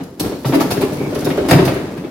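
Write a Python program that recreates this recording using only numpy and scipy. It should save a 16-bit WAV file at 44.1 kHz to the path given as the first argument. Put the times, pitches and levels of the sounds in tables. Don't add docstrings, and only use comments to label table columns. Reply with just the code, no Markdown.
import sys
import numpy as np
from scipy import signal
from scipy.fft import rfft, irfft
from scipy.io import wavfile
from scipy.ndimage import uniform_filter1d

SR = 44100
rng = np.random.default_rng(int(sys.argv[2]) if len(sys.argv) > 2 else 0)


def master(y):
    cut = np.clip(np.atleast_2d(y).T, -1, 1)
    pcm = np.round(cut * 32767)
    wavfile.write(sys.argv[1], SR, pcm.astype(np.int16))


N = 92610
T = np.arange(N) / SR
HIT = T[:8192]

# start in seconds, relative boom level in dB, relative ring level in dB,
# frequency the tub favours in Hz, relative clack level in dB.
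JOLTS = [(0.001, -28, -28, 260, -40), (.199, -23.5, -17.5, 252, -32), (.247, -25, -26, 267, -37),
         (.318, -27.5, -23, 280, -36), (.447, -13.5, -24.5, 347, -29.5), (0.485, -21.5, -17, 290, -36.5),
         (0.524, -48, -13.5, 257, -25.5), (.535, -41, -15, 265, -26.5), (.549, -20, -6, 260, -43),
         (0.581, -38, -22, 310, -33.5), (.600, -34, -15, 258, -24.5), (.620, -23, -30, 270, -29.5),
         (.708, -21.5, -29, 296, -24.5), (.768, -17.5, -16.5, 367, -30), (.813, -24, -25, 370, -25),
         (.826, -54, -11, 358, -31), (0.916, -24.5, -19.5, 320, -48), (1.004, -23, -19.5, 297, -40),
         (1.062, -23, -21, 292, -60), (1.123, -31, -20, 370, -34.5), (1.154, -24, -17.5, 360, -32),
         (1.216, -23.5, -22, 275, -34.5), (1.262, -21, -12, 367, -28), (1.303, -20.5, -18, 270, -31.5),
         (1.377, -40, -11, 410, -28), (1.447, -25, -24, 340, -36), (1.488, -32, -15.5, 310, -22.5),
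         (1.510, -7, -17.5, 287, -14.5), (1.528, -8, -7.5, 274, -18), (1.556, -34, -13, 298, -30),
         (1.585, -16.5, -8.5, 385, -24), (1.619, -17, -12, 380, -32), (1.650, -19, -38, 330, -31.5),
         (1.677, -45, -17, 390, -21.5), (1.755, -25, -18.5, 364, -33), (1.973, -26.5, -28.5, 270, -36.5),
         (2.038, -35, -20, 307, -40)]
# frequency in Hz, relative spectral level in dB.
BRIGHT_SPECTRUM = [(600, -49), (2000, -5.5), (3200, 0.5), (4800, 5.5), (7800, -2.5), (11000, 3), (13000, 1),
                   (16000, -3)]


def from_db(db):
    return 10 ** (np.asarray(db) / 20)


def at_hz(points, hz):
    frequencies, values = np.transpose(points)
    return np.interp(np.log(np.maximum(hz, 1)), np.log(frequencies), values)


def unit(x):
    return x / np.sqrt(np.sum(x ** 2, axis=-1, keepdims=True) + 1e-20)


def through(x, response):
    return signal.fftconvolve(np.atleast_2d(x), np.atleast_2d(response), axes=-1)[:, :x.shape[-1]]


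def colour(spectrum, uneven_db=0):
    size = len(HIT)
    hz = np.fft.rfftfreq(size, 1 / SR)
    ripple = np.c_[np.geomspace(400, 16000, 110), rng.standard_normal(110)]
    db = at_hz(spectrum, hz) + uneven_db * at_hz(ripple, hz)
    cepstrum = irfft(np.log(from_db(db)))
    cepstrum[1:size // 2] *= 2
    cepstrum[size // 2 + 1:] = 0
    return irfft(np.exp(rfft(cepstrum)))


def ring(modes):
    return unit(sum((-1) ** k * from_db(db - 60 * HIT / t60) * np.sin(2 * np.pi * hz * HIT)
                    for k, (hz, db, t60) in enumerate(modes)))


def ring_around(modes, favoured_hz, db_per_octave=20.5):
    return ring([(hz, db - db_per_octave * abs(np.log2(hz / favoured_hz)), t60)
                 for hz, db, t60 in modes])


def contacts(per_s, size, spread_db=0):
    strength = from_db(spread_db * np.minimum(rng.exponential(1, (2, size)), 4))
    polarity = rng.choice([-1, 1], (2, size))
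    touching = rng.random((2, size)) < per_s / SR
    return unit(strength * polarity * touching) * np.sqrt(size)


def blow(start_s, db, body, decay_s, attack_s, first, window_s):
    per_s = 3000
    envelope = np.exp(-HIT / decay_s) * (1 - np.exp(-HIT / attack_s))
    chatter = contacts(per_s, len(HIT), spread_db=1.5) * envelope
    chatter[0, 0] += first * np.sqrt(SR / per_s)
    sound = through(chatter, body)
    power = uniform_filter1d(sound ** 2, int(window_s * SR), axis=-1, mode="constant")
    loudest = np.sqrt(power.max(axis=-1, keepdims=True) + 1e-20)
    return np.pad(from_db(db) * sound / loudest, [(0, 0), (int(start_s * SR), N)])[:, :N]


def tyre_rumble():
    # frequency in Hz, relative spectral level in dB.
    spectrum = [(25, -28), (60, -7), (135, -4.5), (210, 0), (270, 5.5), (315, 2.5), (372, 0.5), (470, -2),
                (800, -13.5), (2200, -27.5), (4500, -32.5), (16000, -47.5)]
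    # time in seconds, level in dB.
    levels = [(0, -28.5), (.17, -41), (.25, -18), (.41, -33), (.55, -21.5), (.9, -24), (1.1, -23),
              (1.45, -20.5), (1.65, -18), (1.85, -25), (2.1, -30.5)]
    rumble = through(contacts(per_s=2500, size=N), unit(colour(spectrum)))
    return rumble * from_db(np.interp(T, *np.transpose(levels)))


def tub_boom():
    # frequency in Hz, relative level in dB, time to decay by 60 dB in seconds.
    low_modes = [(60.5, -19.5, 0.092), (101.5, -7.5, 0.095), (138.8, -0.5, 0.15), (182.7, -1.5, 0.13)]
    body, lag_s = ring(low_modes), 0.0055
    return sum(blow(s + lag_s, db - 1.5, body, decay_s=0.011, attack_s=0.00092, first=3.2, window_s=0.02)
               for s, db, *_ in JOLTS)


def tub_ring():
    # frequency in Hz, relative level in dB, time to decay by 60 dB in seconds.
    wall_modes = [(240.6, -3, 0.069), (263.8, 0.5, 0.25), (300, 4.5, 0.082), (334, 1, 0.1),
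                  (374.5, 1, 0.18), (412.6, 4.5, 0.087), (446, -6, 0.17), (513.3, -3.5, 0.14),
                  (600, 4, 0.17), (683, 8.5, 0.05)]
    return sum(blow(s, db - 0.5, ring_around(wall_modes, hz),
                    decay_s=0.0064, attack_s=0.00026, first=8.8, window_s=0.014)
               for s, _, db, hz, _ in JOLTS)


def frame_clack():
    # frequency in Hz, relative spectral level in dB.
    spectrum = [(200, -14), (550, 8.5), (800, 1.5), (1300, -3), (1800, -6.5), (2600, -8.5), (4500, -19),
                (7500, -37), (16000, -61)]
    return sum(blow(s, db + 4, colour(spectrum, uneven_db=3.5),
                    decay_s=0.014, attack_s=0.007, first=1, window_s=0.012)
               for s, *_, db in JOLTS)


def tool_clinks():
    # start in seconds, relative level in dB, decay time of the chatter in seconds.
    clinks = [(0.035, -45.5, 0.0042), (0.197, -25, 0.008), (.25, -43, 0.012), (0.451, -35.5, 0.049),
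              (0.482, -39, 0.0048), (.536, -32, 0.015), (0.551, -31.5, 0.005), (0.6, -29.5, 0.017),
              (.614, -34, 0.0055), (0.705, -28, 0.013), (.713, -30.5, 0.018), (0.808, -33.5, 0.015),
              (0.924, -40, .025), (1.148, -35.5, 0.0068), (1.19, -38, 0.0037), (1.201, -39, 0.0095),
              (1.246, -29, 0.0074), (1.286, -39, 0.02), (1.374, -41, 0.0037), (1.464, -46, 0.0044),
              (1.485, -29.5, 0.011), (1.497, -28, 0.018), (1.510, -21.5, 0.0045), (1.52, -28, 0.019),
              (1.649, -30.5, 0.012), (1.678, -34.5, 0.0068), (1.739, -41, 0.0086), (1.976, -47, 0.0039)]
    return sum(blow(s, db + 3, colour(BRIGHT_SPECTRUM, uneven_db=4),
                    decay_s, attack_s=0.0061, first=0.47, window_s=0.0044)
               for s, db, decay_s in clinks)


def leaf_crackle():
    # time in seconds, level in dB.
    levels = [(.18, -61), (.25, -52), (.9, -46.5), (2.1, -57.5)]
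    ticks = through(contacts(per_s=350, size=N), unit(colour(BRIGHT_SPECTRUM)))
    return ticks * from_db(np.interp(T, *np.transpose(levels)))


def frame_bangs():
    # start in seconds, level in dB, frequency the frame favours in Hz.
    bangs = [(0.449, -25, 900), (0.536, -21.5, 1060), (.607, -21.5, 1230), (1.304, -28.5, 1540),
             (1.511, -15, 1600)]
    # frequency in Hz, relative level in dB, time to decay by 60 dB in seconds.
    steel_modes = [(904, 7.5, 0.044), (1161, 4, 0.052), (1315, -4, 0.12), (1899, 4, 0.033),
                   (2436, 0, 0.064), (3675, 19, 0.02)]
    return sum(blow(s, db, ring_around(steel_modes, hz),
                    decay_s=0.0064, attack_s=0.00026, first=8.8, window_s=0.011)
               for s, db, hz in bangs)


def handle_rub(start_s=0.96, end_s=1.102, fade_s=0.041):
    # frequency in Hz, relative spectral level in dB.
    spectrum = [(400, -23), (800, 12), (1200, 4), (1700, -13), (2250, 11.5), (3200, -16), (9000, -26)]
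    stroke = np.clip(np.minimum(T - start_s, end_s - T) / fade_s, 0, 1)
    slips = contacts(per_s=2500, size=N) * stroke
    return through(slips, unit(colour(spectrum))) * from_db(-38)


def barn_response():
    # frequency in Hz, reverberation time in seconds.
    decay_times = [(100, 0.99), (400, 0.34), (1500, 1), (5000, 0.6), (15000, 0.32)]
    t, edges_hz = T[:SR], np.geomspace(40, 18000, 10)
    build_up = 1 - np.exp(-t / 0.00097)
    response = 0
    for low, high in zip(edges_hz, edges_hz[1:]):
        bandpass = signal.butter(2, [low, high], "band", fs=SR, output="sos")
        band = signal.sosfilt(bandpass, rng.standard_normal((2, SR)))
        decay = from_db(-60 * t / at_hz(decay_times, np.sqrt(low * high)))
        response += unit(band * decay * build_up) * np.sqrt(2 * (high - low) / SR)
    return response


def moving_echo(x, step_s=0.15):
    centres_s = np.arange(0, T[-1] + step_s, step_s)
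    fades = (np.sqrt(np.maximum(1 - abs(T - s) / step_s, 0)) for s in centres_s)
    return sum(through(x * fade, barn_response()) for fade in fades)


def scene():
    # frequency in Hz, gain of the side signal in dB.
    width = [(30, -27), (180, -19.5), (350, -14), (700, -7.5), (1400, -2.5), (2800, -0.5), (6000, .5)]
    # direct sound, gain into the echo in dB.
    layers = [(tub_boom(), -3.5),
              (tub_ring(), -6),
              (frame_clack() + frame_bangs() + handle_rub(), -4.5),
              (tool_clinks() + leaf_crackle(), -3.5)]
    echo = moving_echo(sum(x * from_db(db) for x, db in layers))
    mid, side = sum(x for x, _ in layers) + echo + tyre_rumble()
    side = through(side, colour(width))[0]
    lean_left = from_db(0.36)
    return np.array([(mid + side) * lean_left, (mid - side) / lean_left])


def record(dry):
    low_cut = signal.butter(1, 14, "high", fs=SR, output="sos")
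    high_cut = signal.ellip(12, .1, 80, 16000, fs=SR, output="sos")
    trimmed = signal.sosfilt(low_cut, dry)
    saturated = trimmed / (1 + trimmed ** 6) ** (1 / 6)
    return signal.sosfilt(high_cut, saturated)


dry = scene()
out = record(dry)
master(out)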